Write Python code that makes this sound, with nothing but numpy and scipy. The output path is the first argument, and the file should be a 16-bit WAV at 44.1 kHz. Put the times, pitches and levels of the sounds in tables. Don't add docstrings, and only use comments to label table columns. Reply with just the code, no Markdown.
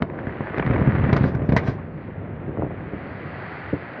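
import sys
import numpy as np
from scipy import signal
from scipy.fft import rfft, irfft
from scipy.io import wavfile

SR = 44100
rng = np.random.default_rng(int(sys.argv[2]) if len(sys.argv) > 2 else 0)


def master_out(mix):
    frames = np.transpose(np.atleast_2d(mix))
    ceiling = np.clip(frames, -1, 1)
    pcm = np.round(ceiling * 32767).astype(np.int16)
    wavfile.write(sys.argv[1], SR, pcm)


N = 176400

# start_s, peak_db, push_ms, edge_hz
SHOT_PULSES = [(.0165, -17.5, 3.6, 300), (.0228, -9, 1.55, 1100), (.2705, -17.5, 3.8, 700),
               (.407, -16, 1.17, 895), (.578, -15, 3.6, 700), (.668, -15, 6.4, 397),
               (.701, -11.5, 4.9, 454), (.753, -14, 2.8, 695), (.8155, -9, 3, 800), (.874, -6.5, 3, 348),
               (.921, -23.5, 5.5, 294), (.950, -16, 7.3, 400), (1.010, -19, 1.6, 400),
               (1.035, -12, 11, 450), (1.089, -17, 2.3, 705), (1.128, -6.5, 3.5, 875),
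               (1.163, -12.5, 2.6, 610), (1.208, -11, 9.3, 299), (1.239, -10, 2, 470), (1.258, -15, 4, 418),
               (1.350, -18.5, 3.3, 590), (1.420, -18, 3, 503), (1.4905, -9.5, 4.1, 537),
               (1.5215, -8, 2.2, 690), (1.535, -9, 1.56, 490), (1.564, -9, 2.9, 895),
               (1.683, -11.5, 2.5, 450)]
BOULDER_PULSES = [(2.418, -42, 0.85, 1000), (2.480, -22.5, 2.5, 400), (2.493, -20.5, 4.6, 450),
                  (2.573, -19.5, 0.61, 1300), (2.586, -19, 2, 600), (2.595, -16, 4.4, 800),
                  (2.622, -14.5, 0.33, 1000), (2.634, -17, 2.9, 500), (2.646, -26, 1, 1000),
                  (2.665, -21, 2.9, 600), (2.707, -25.5, 0.45, 1100), (2.934, -18, 2.3, 450),
                  (3.729, -19.5, 2.2, 650), (3.7325, -10.5, 1.6, 450), (3.740, -21, 2.4, 600),
                  (3.764, -30, 1.8, 600)]
# pitch_hz, gain_db, t60_s
PIT_MODES = [(151.7, -2.5, 0.19), (275, -1, 0.25), (361.4, -3.5, 0.22), (496, -8, 0.19), (676, 0, 0.067)]
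# start_s, level_db, decay_ms, top_hz
CRACK_BURSTS = [(0.0226, -17.5, 3.4, 4200), (0.0997, -27.5, 1.7, 2400), (.188, -29, 5.2, 2800),
                (0.269, -23.5, 3.2, 2600), (.408, -25.5, 2.3, 2200), (0.47, -27, 2.4, 2600),
                (.5435, -20.5, 2.6, 2700), (.574, -24, 2.2, 3500), (.582, -19.5, 2.4, 4300),
                (0.5967, -15.5, 3.5, 3000), (0.6249, -14.5, 2.9, 2300), (0.663, -21, 4.5, 3400),
                (.7085, -21.5, 3.6, 3400), (.737, -21.5, 4, 3000), (0.76, -19, 4, 2600),
                (0.8146, -14.5, 1.6, 1500), (.875, -21.5, 3.5, 3000), (.951, -24, 4, 3400),
                (1.04, -21.5, 4, 3300), (1.093, -27, 3.3, 3300), (1.1283, -17.5, 8.1, 5000),
                (1.165, -20, 9.5, 5500), (1.240, -23, 4.3, 3700), (1.35, -35, 5.5, 7000),
                (1.394, -33, 3, 2500), (1.422, -36, 4.4, 3500), (1.491, -27.5, 9.4, 4600),
                (1.5223, -25.5, 9, 4600), (1.5648, -10.5, 1.26, 14000), (1.567, -16, 11.8, 6000),
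                (1.675, -19, 5.1, 1400)]
# time_s, level_db
SPLINTER_FADER = [(0, -62), (.2, -48.5), (.55, -38), (.8, -36), (1.1, -32.5), (1.3, -46.5), (1.8, -54.5),
                  (2.1, -80), (4, -79.5)]
# time_s, blocks_db, stones_db
HEAVE_FADERS = [(0, -37, -36), (.2, -36.5, -34), (.48, -36, -37), (.62, -28, -35.5), (.76, -21.5, -26),
                (.9, -23, -32), (1.08, -20.5, -30), (1.22, -22.5, -29.5), (1.33, -25, -31.5),
                (1.42, -24.5, -31), (1.47, -30.5, -35.5), (1.55, -22, -30), (1.63, -29, -32),
                (1.78, -32.5, -39.5), (2.02, -35, -41.5), (2.5, -33, -37), (2.76, -34.5, -38.5),
                (3.26, -38, -40), (3.62, -39, -43), (3.88, -37.5, -42), (4, -49, -41)]
# time_s, rush_db, grit_db
SLIDE_FADERS = [(0, -62, -78), (.2, -42.5, -75), (.45, -37, -69.5), (.7, -34.5, -69.5), (1.1, -33, -63),
                (1.22, -34, -57), (1.33, -47.5, -77), (1.47, -46, -81), (1.6, -41.5, -72), (1.72, -45, -70),
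                (1.82, -45, -78), (1.9, -51, -79), (2.04, -44.5, -73), (2.2, -46, -87), (2.5, -45.5, -98),
                (2.8, -42, -78), (3.1, -39, -65), (3.54, -35, -60), (3.77, -37, -63.5), (4, -37, -64)]
# frequency_hz, relative_gain_db
BENCH_EQ = [(40, -33), (90, -4.5), (145, 1.5), (200, 0.5), (270, 3.5), (450, 5), (900, 5.5), (3000, -4),
            (10000, -13.5)]
CRACK_EQ = [(80, -21), (300, 11.5), (900, 8), (1500, 7), (2050, 5.5), (2800, -6.5), (4000, -11),
            (5500, -16), (6800, -20.5), (7600, -28), (9000, -40), (15000, -37.5)]
BLOCK_EQ = [(20, -29.5), (35, -21.5), (60, -8), (95, 2.5), (122, -0.5), (150, 2), (190, -4.5), (250, -8.5),
            (330, -17.5), (500, -30), (1500, -86.5)]
STONE_EQ = [(80, -26), (200, 0), (260, 0), (360, 0), (450, -3), (560, -3.5), (800, -13.5), (1200, -18),
            (2500, -35.5), (6000, -80.5)]
RUSH_EQ = [(250, -16.5), (700, 2.5), (1100, -1.5), (1500, 1), (1950, 0.5), (2400, -7.5), (3000, -16.5),
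           (4000, -29.5), (6000, -58.5), (10000, -78)]
GRIT_EQ = [(1200, -17.5), (2500, 1), (3500, -3), (4500, 2.5), (5500, -22), (7000, -33.5), (9000, -39),
           (15000, -58.5)]


def pressure_pulses(events, scatter_db, scatter_s, low_hz):
    t, direct = np.arange(SR // 8) / SR, np.zeros(N)
    for start_s, peak_db, push_ms, edge_hz in events:
        age = t / (push_ms / 1000)
        pulse = cut((1 - age) * np.exp(-age), edge_hz, "low", order=4)
        pulse = cut(pulse, low_hz, "high", order=4)
        add(direct, start_s, amp(peak_db) * pulse / np.abs(pulse).max())
    scatter = equalise(reflect(direct, np.exp(-t / scatter_s)), BENCH_EQ)
    return direct + amp(scatter_db) * scatter


def rock_cracks():
    t, bursts = np.arange(SR // 2) / SR, np.zeros(N)
    for start_s, level_db, decay_ms, top_hz in CRACK_BURSTS:
        burst = rng.standard_normal(len(t)) * np.exp(-1000 * t / decay_ms)
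        add(bursts, start_s, amp(level_db) * cut(burst, top_hz, "low", order=4))
    splinters = impacts(per_s=70, spread_db=1.0) * fader(SPLINTER_FADER, column=1)
    cracks = equalise(bursts + cut(splinters, 2600, "low", order=4), CRACK_EQ)
    return cracks + far_wall_echo(cracks) + pit_tail(cracks)


def crack_ring(start_s=1.5645, pitch_hz=2000, width_hz=340, decay_s=.014):
    t, out = np.arange(SR // 4) / SR, np.zeros(N)
    edges_hz = [pitch_hz - width_hz / 2, pitch_hz + width_hz / 2]
    band = signal.butter(2, edges_hz, "band", fs=SR, output="sos")
    tone = unit_rms(signal.sosfilt(band, rng.standard_normal(len(t))))
    add(out, start_s, amp(-19.5) * tone * np.exp(-t / decay_s))
    return out


def heaving_rock():
    blocks = impacts(per_s=610, spread_db=3) * fader(HEAVE_FADERS, column=1)
    stones = impacts(per_s=1200, spread_db=1.5) * fader(HEAVE_FADERS, column=2)
    return equalise(blocks, BLOCK_EQ) + amp(1.5) * equalise(stones, STONE_EQ)


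def gravel_slide():
    rush = impacts(per_s=5000, spread_db=0) * fader(SLIDE_FADERS, column=1)
    grit = impacts(per_s=2300, spread_db=2.5) * fader(SLIDE_FADERS, column=2)
    return amp(-1.5) * (equalise(rush, RUSH_EQ) + equalise(grit, GRIT_EQ))


def pit_ring(shots):
    out = np.zeros(N)
    for pitch_hz, gain_db, t60_s in PIT_MODES:
        pole = np.exp((2j * np.pi * pitch_hz - np.log(1000) / t60_s) / SR)
        ring = signal.lfilter([1], [1, -pole], shots).imag
        out += amp(gain_db) * 2 * (1 - abs(pole)) * ring
    return out


def far_wall_echo(cracks, from_s=1.1, delay_s=.11, rise_s=.016, fall_s=.024):
    t = np.arange(SR // 2) / SR
    smear = np.exp(np.minimum((t - delay_s) / rise_s, (delay_s - t) / fall_s))
    late_cracks = cracks * (np.arange(N) / SR > from_s)
    return amp(-8.5) * cut(reflect(late_cracks, smear), 8000, "low", order=4)


def pit_tail(cracks, decay_s=.032):
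    t = np.arange(SR // 2) / SR
    return amp(-14) * cut(reflect(cracks, np.exp(-t / decay_s)), 4500, "low")


def reflect(x, envelope):
    response = envelope * rng.standard_normal(len(envelope))
    return signal.fftconvolve(x, response / np.linalg.norm(response))[:N]


def impacts(per_s, spread_db):
    hits = rng.random(N) < per_s / SR
    strength = amp(spread_db * np.minimum(rng.exponential(size=N), 5))
    return unit_rms(hits * strength * rng.choice([-1, 1], N))


def equalise(x, eq, size=4096):
    hz, db = np.array(eq).T
    bins_hz = np.maximum(np.fft.rfftfreq(size, 1 / SR), 1)
    gain = amp(np.interp(np.log(bins_hz), np.log(hz), db))
    cepstrum = irfft(np.log(gain))
    cepstrum[1:size // 2] *= 2
    cepstrum[size // 2 + 1:] = 0
    response = irfft(np.exp(rfft(cepstrum)))
    return signal.fftconvolve(x, response / np.linalg.norm(response))[:len(x)]


def cut(x, hz, kind, order=2):
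    return signal.sosfilt(signal.butter(order, hz, kind, fs=SR, output="sos"), x)


def fader(table, column):
    rows = np.array(table)
    return amp(np.interp(np.arange(N) / SR, rows[:, 0], rows[:, column]))


def add(out, start_s, sound):
    i = int(start_s * SR)
    out[i:i + len(sound)] += sound[:N - i]


def amp(db):
    return 10 ** (np.asarray(db) / 20)


def unit_rms(x):
    return x / np.sqrt(np.mean(x ** 2))


def scene():
    shots = pressure_pulses(SHOT_PULSES, scatter_db=-11, scatter_s=.012, low_hz=70)
    boulders = pressure_pulses(BOULDER_PULSES, scatter_db=-12.5, scatter_s=.015, low_hz=72)
    blast = shots + pit_ring(shots) + rock_cracks() + crack_ring()
    return (blast + heaving_rock() + boulders + gravel_slide())[None]


def record(dry):
    return signal.sosfilt(signal.ellip(8, .2, 70, 15700, fs=SR, output="sos"), dry)


dry = scene()
out = record(dry)
master_out(out)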